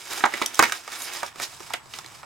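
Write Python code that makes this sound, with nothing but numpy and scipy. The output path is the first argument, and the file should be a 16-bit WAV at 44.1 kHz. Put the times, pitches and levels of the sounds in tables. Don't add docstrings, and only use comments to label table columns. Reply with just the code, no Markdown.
import sys
import numpy as np
from scipy import signal
from scipy.fft import rfft, irfft, next_fast_len
from scipy.io import wavfile
from scipy.ndimage import map_coordinates

SR = 44100
rng = np.random.default_rng(int(sys.argv[2]) if len(sys.argv) > 2 else 0)


def store_pcm(level_fs):
    pcm = np.round(np.clip(level_fs, -1, 1) * 32767).astype(np.int16)
    wavfile.write(sys.argv[1], SR, np.atleast_2d(pcm).T)


N = 99225

# start_s, thud_db, ring_db, pitch_hz, crack_db
SHELL_SNAPS = [(0.2059, -41.5, -29, 1770, -50), (.2378, -25, -13.5, 905, -38), (.2385, -40, -14, 1550, -47),
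               (.2535, -32, -17, 878, -33.5), (.259, -46, -21.5, 1300, -32), (0.338, -34, -22, 1980, -34.5),
               (0.4152, -27.5, -21, 1000, -34), (0.4205, -31.5, -21.5, 2270, -30.5),
               (0.5922, -18.5, -6.5, 1254, -15), (.625, -22.5, -12.5, 1290, -19.5),
               (0.634, -29.5, -17, 2030, -26.5), (.639, -35.5, -16, 2000, -24.5),
               (.653, -41, -24, 2260, -32), (0.696, -52, -30.5, 1730, -37), (0.7215, -53, -21.5, 1520, -26)]
# start_s, thud_db, ring_db, pitch_hz, crack_db
FINGER_TAPS = [(.877, -46.5, -33, 1230, -40), (1.2298, -43, -25.5, 717, -50), (1.2315, -46, -27, 1520, -34),
               (1.358, -47, -42, 1180, -47.5), (1.398, -41, -29.5, 1180, -37),
               (1.603, -40.5, -40.5, 836, -43.5), (1.7041, -55, -32.5, 940, -52),
               (1.7359, -50, -23.5, 1990, -28.5), (1.7375, -39.5, -28, 970, -60),
               (1.857, -53.5, -51, 1060, -50.5), (1.9371, -56, -33, 3000, -42),
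               (1.987, -58, -37, 1190, -34.5), (2.044, -49, -42, 1840, -46.5),
               (2.2307, -64, -37, 1025, -51)]
# pitch_hz, level_db
SHELL_NOTES = [(630, -4), (725, 4.5), (825, 5), (940, 1.5), (1235, 5), (1333, -4), (1590, -8.5), (1995, 4),
               (2175, -2)]
# frequency_hz, level_db
THUD_TONE = [(175, -25.5), (285, -1), (380, 3), (520, -6), (1500, -33), (16000, -75)]
# frequency_hz, level_db
CRACK_TONE = [(900, -25.5), (2500, -5.5), (6000, 5), (8500, 4.5), (10000, -1), (16000, -1.5)]


def shell_blows(blows):
    out = np.zeros(N + SR)
    t = np.arange(SR // 8) / SR
    note_hz, note_db = np.transpose(SHELL_NOTES)
    scatter_db, detune = 6.5, 0.0093
    bass_cut = signal.butter(4, 560, 'high', fs=SR, output='sos')
    for start_s, thud_db, ring_db, pitch_hz, crack_db in blows:
        near_pitch = band(pitch_hz, octaves=0.78)
        size, tuning, phase = rng.standard_normal((3, len(SHELL_NOTES), 1))
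        thud_noise, flutter_noise, crack_noise = rng.standard_normal((3, len(t)))
        tuned_hz = note_hz[:, None] * (1 + detune * tuning)
        waves = amp(scatter_db * size) * np.sin(2 * np.pi * (tuned_hz * t + phase))
        notes = burst((amp(note_db) * near_pitch(note_hz)) @ waves, fade_s=0.034)
        patch = burst(np.sin(2 * np.pi * pitch_hz * t), fade_s=17.6 / pitch_hz)
        flutter = amp(1) * burst(filtered(flutter_noise, near_pitch), fade_s=0.049)
        ring = fix_energy(signal.sosfilt(bass_cut, notes + patch + flutter))
        thud = burst(coloured(thud_noise, THUD_TONE), fade_s=0.049)
        db_per_octave = 0.24 * crack_db
        dulled = filtered(crack_noise, lambda hz: amp(db_per_octave * np.log2(1 + hz / pitch_hz)))
        crack = burst(coloured(dulled, CRACK_TONE), fade_s=0.015)
        blow = amp(thud_db) * thud + amp(ring_db) * ring + amp(crack_db) * crack
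        out[round(start_s * SR):][:len(t)] += blow
    return out[:N]


# time_s, hiss_db, rustle_db
CARD_TEAR = [(0, -47.5, -50.5), (.135, -37, -35.5), (.2, -38.5, -40), (.3, -48.5, -42), (.38, -38, -35),
             (.51, -47.5, -42), (.58, -38.5, -42), (.66, -42, -39), (.77, -40.5, -41.5), (.83, -50.5, -51),
             (.92, -41, -41), (1.03, -40.5, -40.5), (1.1, -46, -39.5), (1.14, -34, -36.5),
             (1.22, -44.5, -42), (1.27, -41.5, -41), (1.33, -63, -54.5)]
# time_s, hiss_db, rustle_db
FINGER_SLIDE = [(1.335, -61, -60), (1.4, -40.5, -38), (1.435, -31, -36), (1.465, -46.5, -47.5),
                (1.58, -50.5, -55), (1.73, -46, -43.5), (1.79, -59.5, -58), (1.86, -59.5, -67),
                (1.96, -44.5, -47), (2.02, -53, -52), (2.16, -50.5, -51.5), (2.25, -58.5, -60)]
# frequency_hz, level_db
HISS_TONE = [(600, -39), (2000, -8), (5200, 0.5), (8200, -4), (16000, -17)]
# frequency_hz, level_db
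RUSTLE_TONE = [(170, -16.5), (370, -1.5), (550, -9), (740, -1), (2300, -0.5), (3200, -4), (6000, -26.5)]


def friction(stroke, grains_per_s, scatter_db, clump_db, grain_s, steady):
    time_s, hiss_db, rustle_db = np.transpose(stroke)
    t = np.arange(N) / SR
    grain_db = scatter_db * np.minimum(rng.standard_normal(N), 2)
    grain_db += clump_db * np.tanh(wobble(per_s=61))
    grains = (rng.random(N) < grains_per_s / SR) * amp(grain_db)
    grains += (rng.random(N) < 77 / SR) * amp(11.5)
    power = signal.lfilter([1], [1, -np.exp(-2 / (grain_s * SR))], grains ** 2)
    strength = np.sqrt(power / power.mean() + steady ** 2)
    hiss, wide_hiss, rustle = strength * rng.standard_normal((3, N))
    gain = lambda db: amp(np.interp(t, time_s, db, left=-120, right=-120))
    centre = gain(hiss_db) * coloured(hiss, HISS_TONE) + gain(rustle_db) * coloured(rustle, RUSTLE_TONE)
    side = gain(hiss_db - 13) * coloured(wide_hiss, HISS_TONE)
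    return np.array([centre, side])


# start_s, level_db, pitch_hz
CREASE_TICKS = [(.1318, -33.5, 7080), (.323, -38, 1950), (0.4606, -21, 5910), (.5447, -31.5, 5800),
                (0.554, -33.5, 6000), (0.7286, -36, 8550), (1.02, -32, 6970), (1.263, -36.5, 5470),
                (2.061, -40, 4170)]


def crease_ticks():
    out = np.zeros(N + SR)
    t = np.arange(SR // 10) / SR
    for start_s, level_db, pitch_hz in CREASE_TICKS:
        phase = 2 * np.pi * pitch_hz * t
        ping = burst(np.sin(phase) + amp(-5.5) * np.sin(0.54 * phase), fade_s=0.012)
        noise = filtered(rng.standard_normal(len(t)), band(pitch_hz, octaves=0.77))
        crack = amp(-1) * burst(noise, fade_s=0.015)
        out[round(start_s * SR):][:len(t)] += amp(level_db) * fix_energy(ping + crack)
    return out[:N]


# middle_s, half_length_s, level_db, pitch_hz
PLASTIC_SKIDS = [(0.14, .03, -45, 10900), (1.029, 0.032, -41, 10100), (1.065, 0.02, -39, 5160),
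                 (1.14, 0.0091, -44.5, 11000), (1.44, 0.0074, -31.5, 4730)]


def plastic_skids():
    out = np.zeros(N)
    t = np.arange(N) / SR
    for middle_s, half_length_s, level_db, pitch_hz in PLASTIC_SKIDS:
        gain = amp(level_db + 1.5 * wobble(per_s=61))
        swell = np.exp(-.5 * ((t - middle_s) / half_length_s) ** 2)
        squeak = unit(filtered(rng.standard_normal(N), band(pitch_hz, octaves=0.3)))
        out += gain * swell * squeak
    return out


# frequency_hz, level_db
SIDE_TONE = [(700, -11), (14000, -8)]
# frequency_hz, left_minus_right_db
LEFT_LEVEL = [(220, -10), (700, -6.5), (2500, -2), (14000, -3.5)]
# frequency_hz, lead_radians
LEFT_LEAD = [(0, 0.91), (260, 1.43), (3190, 0), (16300, 0.4)]


def room(pack, wide_hiss):
    fade_s, wall_delay_s, scatter_s = 0.17, 0.0085, 0.0009
    t = np.arange(SR // 2) / SR
    tail = rng.standard_normal((2, len(t))) * amp(-60 * t / fade_s)
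    tail *= np.clip(t / wall_delay_s - .5, 0, 1)
    early_s = np.arange(SR // 20) / SR
    early_shape = early_s * np.exp(-early_s / scatter_s)
    scatter = lambda: echoed(pack, rng.standard_normal((1, len(early_s))) * early_shape)[0]
    wall = filtered(pack, lambda hz: np.exp(-2j * np.pi * hz * wall_delay_s) / (1 + 1j * hz / 4140))
    hands = filtered(scatter(), lambda hz: hz ** 2 / (hz ** 2 + 2000 ** 2))
    centre = pack + amp(-11) * hands + amp(-12.5) * wall
    side = wide_hiss + filtered(scatter(), lambda hz: amp(along(SIDE_TONE, hz)))
    stereo = np.array([centre + side, centre - side]) + amp(-10) * echoed(pack, tail)
    share = np.array([[.5], [-.5]])
    balance = lambda hz: amp(along(LEFT_LEVEL, hz) * share)
    lead = lambda hz: np.exp(1j * along(LEFT_LEAD, hz) * share)
    return filtered(stereo, lambda hz: balance(hz) * lead(hz))


# frequency_hz, level_db
AIR_TONE = [(25, -11), (125, 3.5), (200, -6.5), (500, -13), (950, 0), (1500, -7), (16000, -42)]
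# pitch_hz, level_db
HUM_NOTES = [(125.7, -77.5), (7866, -70)]
# time_s, added_db
BACKGROUND_RISE = [(1.2, -4.5), (1.4, 4.5)]


def background():
    t = np.arange(N) / SR
    hum = sum(amp(db) * np.sqrt(2) * np.sin(2 * np.pi * hz * t + .5 * wobble(per_s=9.9))
              for hz, db in HUM_NOTES)
    noise = rng.standard_normal(N) + rng.standard_normal((2, N))
    air = amp(-56) * coloured(noise, AIR_TONE)
    rise = amp(np.interp(t, *np.transpose(BACKGROUND_RISE)))
    return rise * (air + hum)


def amp(db):
    return 10 ** (np.asarray(db) / 20)


def unit(x):
    return x / np.sqrt(np.mean(x ** 2) + 1e-20)


def fix_energy(x):
    return x / np.sqrt(np.sum(x ** 2) / (SR // 170))


def burst(x, fade_s, attack_s=0.00057):
    t = np.arange(len(x)) / SR
    return fix_energy(x * amp(-60 * t / fade_s) * (1 - np.exp(-t / attack_s)))


def wobble(per_s):
    points = rng.standard_normal(int(N * per_s / SR) + 4)
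    return map_coordinates(points, [np.arange(N) * per_s / SR])


def along(table, hz):
    row_hz, values = np.transpose(table)
    return np.interp(np.log(hz + 1), np.log(row_hz + 1), values)


def band(centre_hz, octaves):
    return lambda hz: np.exp(-.5 * (np.log2((hz + 1) / centre_hz) / octaves) ** 2)


def filtered(x, gain_at):
    length = x.shape[-1]
    padded = next_fast_len(length + 4096)
    hz = np.fft.rfftfreq(padded, 1 / SR)
    return irfft(rfft(x, padded) * gain_at(hz), padded)[..., :length]


def coloured(x, tone):
    return unit(filtered(x, lambda hz: amp(along(tone, hz))))


def echoed(x, echoes):
    echoes = echoes / np.linalg.norm(echoes, axis=1, keepdims=True)
    return signal.fftconvolve(x[None], echoes, axes=1)[:, :N]


def scene():
    tear = friction(CARD_TEAR, grains_per_s=2200, scatter_db=1.5, clump_db=8,
                    grain_s=0.00038, steady=0.92)
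    slide = friction(FINGER_SLIDE, grains_per_s=3200, scatter_db=0, clump_db=4.5,
                     grain_s=0.00055, steady=0.67)
    rustle, wide_hiss = tear + slide
    clicks = shell_blows(SHELL_SNAPS) + shell_blows(FINGER_TAPS) + crease_ticks()
    return room(clicks + plastic_skids() + rustle, wide_hiss) + background()


def record(dry):
    rounded = dry / (1 + np.abs(dry) ** 8) ** (1 / 8)
    return filtered(rounded, lambda hz: hz < 15900)


dry = scene()
out = record(dry)
store_pcm(out)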